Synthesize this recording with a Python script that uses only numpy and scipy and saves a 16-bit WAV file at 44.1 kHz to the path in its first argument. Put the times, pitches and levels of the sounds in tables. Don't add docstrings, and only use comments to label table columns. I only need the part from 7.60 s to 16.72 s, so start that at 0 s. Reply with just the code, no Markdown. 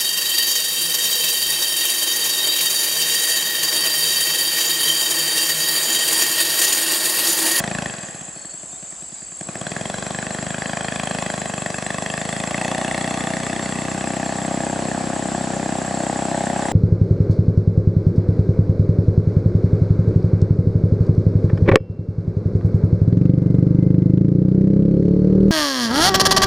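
import sys
import numpy as np
from scipy import signal
from scipy.fft import rfft, irfft, next_fast_len
from scipy.io import wavfile
from scipy.ndimage import uniform_filter1d

SR = 44100
rng = np.random.default_rng(int(sys.argv[2]) if len(sys.argv) > 2 else 0)


def voltage_ratio(decibels):
    exponent = np.asarray(decibels, float) / 20
    return 10 ** exponent


def persist_wave(psi):
    counts = np.round(np.clip(psi, -1, 1) * 32767).astype(np.int16)
    wavfile.write(sys.argv[1], SR, np.atleast_2d(counts).T)


N = 402191
TIME = np.arange(N) / SR


def evened(x):
    return x / np.sqrt(np.mean(x ** 2) + 1e-20)


def read(points, hz):
    f, value = np.transpose(points)
    return np.interp(np.log(hz + 1), np.log(f + 1), value)


def hiss(spectrum, same, patchy_db):
    hz = np.fft.rfftfreq(1024, 1 / SR)
    a, b, c, d, patches = rng.standard_normal((N // 512 + 3, 513, 5)).T
    patches = uniform_filter1d(patches, size=10, axis=0)
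    patches = evened(uniform_filter1d(patches, size=5, axis=1))
    same = np.clip(same, 0, 1)
    left = a + 1j * b
    right = same * left + np.sqrt(1 - same ** 2) * (c + 1j * d)
    z = np.array([left, right]) * voltage_ratio(read(spectrum, hz)[:, None] + patchy_db * patches)
    return evened(signal.istft(z, window="cosine", nperseg=1024, noverlap=512)[1][:, :N])


def resonate(x, hz, width, phase=0):
    turn = np.exp(2j * np.pi * np.cumsum(hz * np.ones(len(x))) / SR)
    r = np.exp(-np.pi * width / SR)
    low = signal.lfilter([1], np.convolve([1, -r], [1, -r]), x / turn + 1e-18)
    return evened((turn * low * np.exp(1j * phase)).real)


def ring(since, hz, length, crest, lean=1):
    part = np.clip(since / length, 0, 1) ** lean
    return evened(np.sin(np.pi * part) ** 2 * np.cos(2 * np.pi * hz * (since - crest)))


def engine_speed():
    # time in seconds, firings per second in Hz.
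    throttle = [(0.0, 26.97), (0.17, 28.71), (0.36, 15.04), (0.7, 10.28), (1.67, 10.01), (2.0, 22.52),
                (2.33, 25.24), (2.81, 25.09), (2.86, 27.05), (3.66, 25.99), (3.86, 23.57), (4.85, 28.26),
                (4.88, 30.39), (6.02, 31.18), (6.38, 31.91), (7.73, 32.5), (7.75, 31.71), (9.12, 32.68)]
    lag_s = .149
    asked = np.interp(TIME, *np.transpose(throttle))
    r = np.exp(-1 / (lag_s * SR))
    return asked[0] + signal.lfilter([1 - r], [1, -r], asked - asked[0])


def voicing(fired, speed):
    # time in seconds, thump in dB, pipe bark re thump in dB, valve snap from 0 to 1.
    effort = [(0, -29.5, -7, 0.74), (.26, -31, -3, 0.7), (.3, -37.5, -8, 1), (.5, -41, -8, 1),
              (.85, -46.5, -7, 0.8), (1.74, -49.5, -8, 0.5), (1.8, -37, -5.5, 0.6), (2.1, -32, -2, 0),
              (2.5, -32, -3.5, 0.5), (3.68, -30, -2, 0.2), (3.86, -33, -0.5, 0), (4.7, -30.5, -3, 0.67),
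              (5.04, -29, -4.5, 1), (6.1, -28.5, -8, 0.85), (7.15, -27.5, -2.5, 0.66),
              (7.7, -27.5, -4.5, 0.53), (8.6, -27.5, -2, 0.62), (9.12, -26, -3, 0.86)]
    # time in seconds, heading from -0.3 (stern quarter) through 0 (side-on) to 1 (bow-on).
    course = [(0, 0.088), (2.3, 0.071), (3, -0.26), (3.4, -0.0077), (3.9, 0.13), (5.1, 0.3), (6.2, 0.63),
              (7.1, 0.84), (7.7, 0.89), (9.12, 0.81)]
    s, thump_db, bark_db, snap = np.transpose(effort)
    heading = np.clip(np.interp(fired, *np.transpose(course)), -.3, 1)
    idle = np.clip((24 - speed) / 14, 0, 1)
    crack_db = -2 - 15 * heading ** 2 - 3 * idle
    spit_db = -13 - 47 * (heading - 0.21) ** 2
    slap_db = -23 + 25 * np.interp(fired, s, snap)
    crack_hz = 1703 + 164 * np.sin(1.13 * np.pi * np.maximum(heading, 0))
    return (np.interp(fired, s, thump_db), np.interp(fired, s, bark_db),
            crack_db, spit_db, slap_db, crack_hz)


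def pipe_thump(since, fired, speed, heat, luck):
    # frequency in Hz, length in seconds, time of a crest in seconds.
    lowest_mode = (223.4, 0.009, 0.0064)
    # frequency in Hz, length in seconds, time of a crest in seconds.
    silencer = (320, .015, 0.005475)
    # time in seconds, factor on the lowest mode.
    gas_warmth = [
        (0, 0.83),
        (.4, 0.88),
        (1.8, 0.94),
        (2.4, 0.892),
    ]
    hz, length, crest = lowest_mode
    warmth = np.interp(fired, *np.transpose(gas_warmth))
    length = length * (29 / speed) ** .5 / warmth ** 2
    thump = voltage_ratio(17 / speed * luck[0]) * ring(since, hz * heat * warmth, length, crest, lean=1.05)
    turns = np.cumsum(speed) / SR
    thump += voltage_ratio(-12) * (speed / 30) ** 2 * np.sin(4 * np.pi * turns)
    box_db = -12.5 + 0.16 * np.maximum(speed - 27, 0) + 0.55 * np.maximum(27 - speed, 0)
    return thump + voltage_ratio(box_db) * ring(since, *silencer)


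def pipe_bark(since, speed, heat, puffs, slap_db, luck):
    # frequency in Hz, length in seconds, time of a crest in seconds.
    upper_mode = (685, .0053, .0014)
    hz, length, crest = upper_mode
    hz = hz * heat ** .3 * (1 + .008 * luck[2])
    length = length * np.maximum(24 / speed, 1) ** .7
    bark = voltage_ratio(.7 * luck[1]) * ring(since, hz, length, crest, lean=.8)
    bark += voltage_ratio(-13) * resonate(puffs, 720, 260)
    shut = since - .236 / speed
    slap = ring(shut, 720 * (1 + 0.012 * luck[18]), 0.0055, crest, lean=0.92)
    return bark + voltage_ratio(slap_db + 1.3 * luck[3]) * slap


def pipe_crack(kicks, speed, puffs, spit_db, crack_hz, luck):
    # frequency in Hz, width in Hz, level in dB.
    high_modes = [(1112, 190, -7.5), (2526, 200, -8), (3244, 300, -9), (4090, 114, -15), (4700, 190, -18),
                  (5620, 190, -18.5)]
    drive = kicks * (speed / 26) ** 1.5 + 0.2 * puffs
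    crack = resonate(drive * voltage_ratio(.9 * luck[4]), crack_hz * (1 + .03 * luck[5]), 480, 3.1)
    lift = np.maximum(crack_hz / 1730, 1) ** .7
    for k, (hz, width, db) in enumerate(high_modes):
        facing_db = (spit_db + 19.0) * hz / 10000
        mode_hz = hz * lift * (1 + .02 * luck[12 + k])
        mode = resonate(drive * voltage_ratio(1.3 * luck[6 + k]), mode_hz, width, 3.1)
        crack += voltage_ratio(db + facing_db) * mode
    return evened(crack)


def gas_spit(puffs, luck):
    b, a = signal.butter(2, 5200, "high", fs=SR)
    return evened(signal.lfilter(b, a, puffs * voltage_ratio(0.6 * luck[19])))


def exhaust():
    speed = engine_speed()
    firing = np.floor(np.cumsum(speed) / SR - .035).astype(int) + 1
    kicks = np.diff(firing, prepend=0)
    fired = np.maximum.accumulate(np.where(kicks > 0, TIME, -1))
    since = TIME - fired
    thump_db, bark_db, crack_db, spit_db, slap_db, crack_hz = voicing(fired, speed)
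    luck = rng.standard_normal((firing[-1] + 1, 20))[firing].T
    puff_shape = np.sin(np.pi * np.clip(since / .0075, 0, 1) ** .3) ** 2
    puffs = rng.standard_normal(N) * puff_shape
    heat = 1 + .024 * (np.maximum(speed, 23) - 29)
    pipe = pipe_thump(since, fired, speed, heat, luck)
    pipe += voltage_ratio(bark_db) * pipe_bark(since, speed, heat, puffs, slap_db, luck)
    pipe += voltage_ratio(crack_db) * pipe_crack(kicks, speed, puffs, spit_db, crack_hz, luck)
    pipe += voltage_ratio(spit_db + 3.5) * gas_spit(puffs, luck)
    return voltage_ratio(thump_db) * pipe, thump_db + 10 * np.log10(speed / 26)


def spray(effort_db):
    # frequency in Hz, density in dB per Hz.
    wash = [(60, -12.5), (200, -3.5), (440, -7), (690, -2.5), (900, -12.5), (1100, -8), (1330, -13),
            (1750, -11.5), (2200, -17), (3300, -19.5), (6000, -21), (11000, -31.5)]
    wash_db = 0.73 * uniform_filter1d(effort_db, size=8000) - 11.5
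    return voltage_ratio(wash_db) * hiss(wash, same=0.71, patchy_db=1.0)


def river_air():
    # frequency in Hz, density in dB per Hz.
    hush = [(45, 0), (190, -17), (500, -42), (720, -4.5), (950, -14.5), (1800, -13.5), (4100, -17.5),
            (4700, -13.5), (5800, -19.5), (6500, -16), (7000, -4), (7700, -15.5), (8400, -9), (9300, -16.5),
            (10500, -12), (11200, -58)]
    return voltage_ratio(-45) * hiss(hush, same=0.56, patchy_db=3.0)


def singers():
    # syllables per second in Hz, phase in turns, length in seconds, start in Hz, end in Hz,
    # level in dB, left-right difference in dB.
    trills = [(49.26, .05, .011, 7620, 8250, -40.5, 2.5), (49.9, 0.613, 0.004, 7700, 8100, -50, -6),
              (48.9, 0.26, 0.015, 7100, 6100, -50.5, -3), (11.22, 0.54, 0.043, 7400, 7600, -44, 4),
              (11.09, 0.047, 0.029, 7200, 7080, -46.5, -2), (23.5, 0.11, 0.031, 7480, 7540, -44.5, -3)]
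    out = np.zeros((2, N))
    for rate_hz, phase, length, start_hz, end_hz, db, pan_db in trills:
        turns = TIME * rate_hz + phase
        part = np.minimum(turns % 1 / (rate_hz * length), 1)
        luck = rng.standard_normal((int(turns[-1]) + 1, 2))[turns.astype(int)].T
        hz = start_hz + (end_hz - start_hz) * part + 45 * luck[0]
        hoarse = 1 + 0.38 * evened(uniform_filter1d(rng.standard_normal(N), size=90))
        swell = np.sin(np.pi * part) * hoarse * voltage_ratio(1.97 * luck[1])
        song = swell * np.sin(2 * np.pi * np.cumsum(hz) / SR)
        out += voltage_ratio(db + np.array([[.5], [-.5]]) * pan_db) * evened(song)
    return out


def banks(x, count=2):
    # frequency in Hz, reverberation time T60 in seconds.
    decay = [(100, 1.3), (700, 1.85), (2000, 2.26), (6000, 1.9)]
    # frequency in Hz, strength of the return in dB.
    foliage = [(60, -32), (250, -10.5), (700, -11), (2000, -8), (7500, -5.5)]
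    out = np.zeros((2, N))
    size = 30000
    for k in range(count):
        taps = np.zeros((2, size))
        at = np.arange(500, size - 20, 20) + rng.integers(0, 20, (2, (size - 501) // 20))
        np.put_along_axis(taps, at, rng.choice([-1., 1.], at.shape), 1)
        hz, t, z = signal.stft(taps + 0.25 * taps[::-1], SR, nperseg=512)
        z = z * voltage_ratio(-60 * t / read(decay, hz)[:, None] + read(foliage, hz)[:, None])
        tail = signal.istft(z, SR, nperseg=512)[1] / np.sqrt(SR / 200)
        share = np.cos(np.pi * (5.3 * TIME + k / count))
        out += signal.fftconvolve((x * share)[None], tail, axes=1)[:, :N]
    return out


def crickets():
    # start in seconds, end in seconds, pitch in Hz, level in dB.
    chirps = [(0.735, 0.958, 4410, -51), (0.297, 0.552, 4740, -56), (0.415, 0.496, 6350, -48),
              (0.582, 0.628, 6470, -49), (1.634, 1.7, 6400, -55), (1.116, 1.173, 3640, -55),
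              (1.196, 1.58, 4720, -62), (1.577, 1.776, 4600, -58), (2.017, 2.25, 4670, -55),
              (2.95, 3.164, 4700, -50), (4.95, 5.112, 4270, -53), (5.487, 5.64, 4350, -51),
              (5.957, 6.153, 4470, -49), (6.624, 6.797, 4420, -50), (7.2, 7.345, 4360, -50),
              (7.73, 7.92, 4400, -50), (8.286, 8.49, 4400, -50)]
    stroke_hz = 71.5
    out = np.zeros(N)
    for start, end, hz, db in chirps:
        t = np.arange(0, end - start, 1 / SR)
        strokes = 0.13 + np.sin(np.pi * stroke_hz * t) ** 2
        strokes *= signal.windows.tukey(len(t), .3)
        scatter = evened(uniform_filter1d(rng.standard_normal(len(t)), size=200))
        strokes *= 1 + 0.14 * scatter
        tone = np.sin(2 * np.pi * (hz + 150 * (t - t[-1])) * t)
        out[round(start * SR):][:len(t)] += voltage_ratio(db) * evened(strokes * tone)
    return out


def scene():
    boat, effort_db = exhaust()
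    direct = boat + singers() + crickets()
    return direct + banks(direct.mean(0)) + spray(effort_db) + river_air()


def band_limit(x):
    return signal.sosfilt(signal.butter(12, 11750, fs=SR, output="sos"), x)


def record(dry):
    # frequency in Hz, left-right difference in dB.
    imbalance = [(60, 1.0), (120, 1.5), (220, 1.5), (430, 2.5), (820, 1.5), (1570, 0.5), (3020, 0.0),
                 (5800, 0.5), (11200, 0.5)]
    edge_hz, bass_hz = 11060, 52
    size = next_fast_len(N)
    hz = np.fft.rfftfreq(size, 1 / SR)
    lean_db = read(imbalance, hz) * np.array([[.5], [-.5]])
    colour = (hz < edge_hz) * hz ** 2 / (hz ** 2 + bass_hz ** 2)
    mix = irfft(rfft(dry, size) * voltage_ratio(lean_db) * colour, size)[:, :N]
    return band_limit(mix)


dry = scene()
out = record(dry)
persist_wave(out)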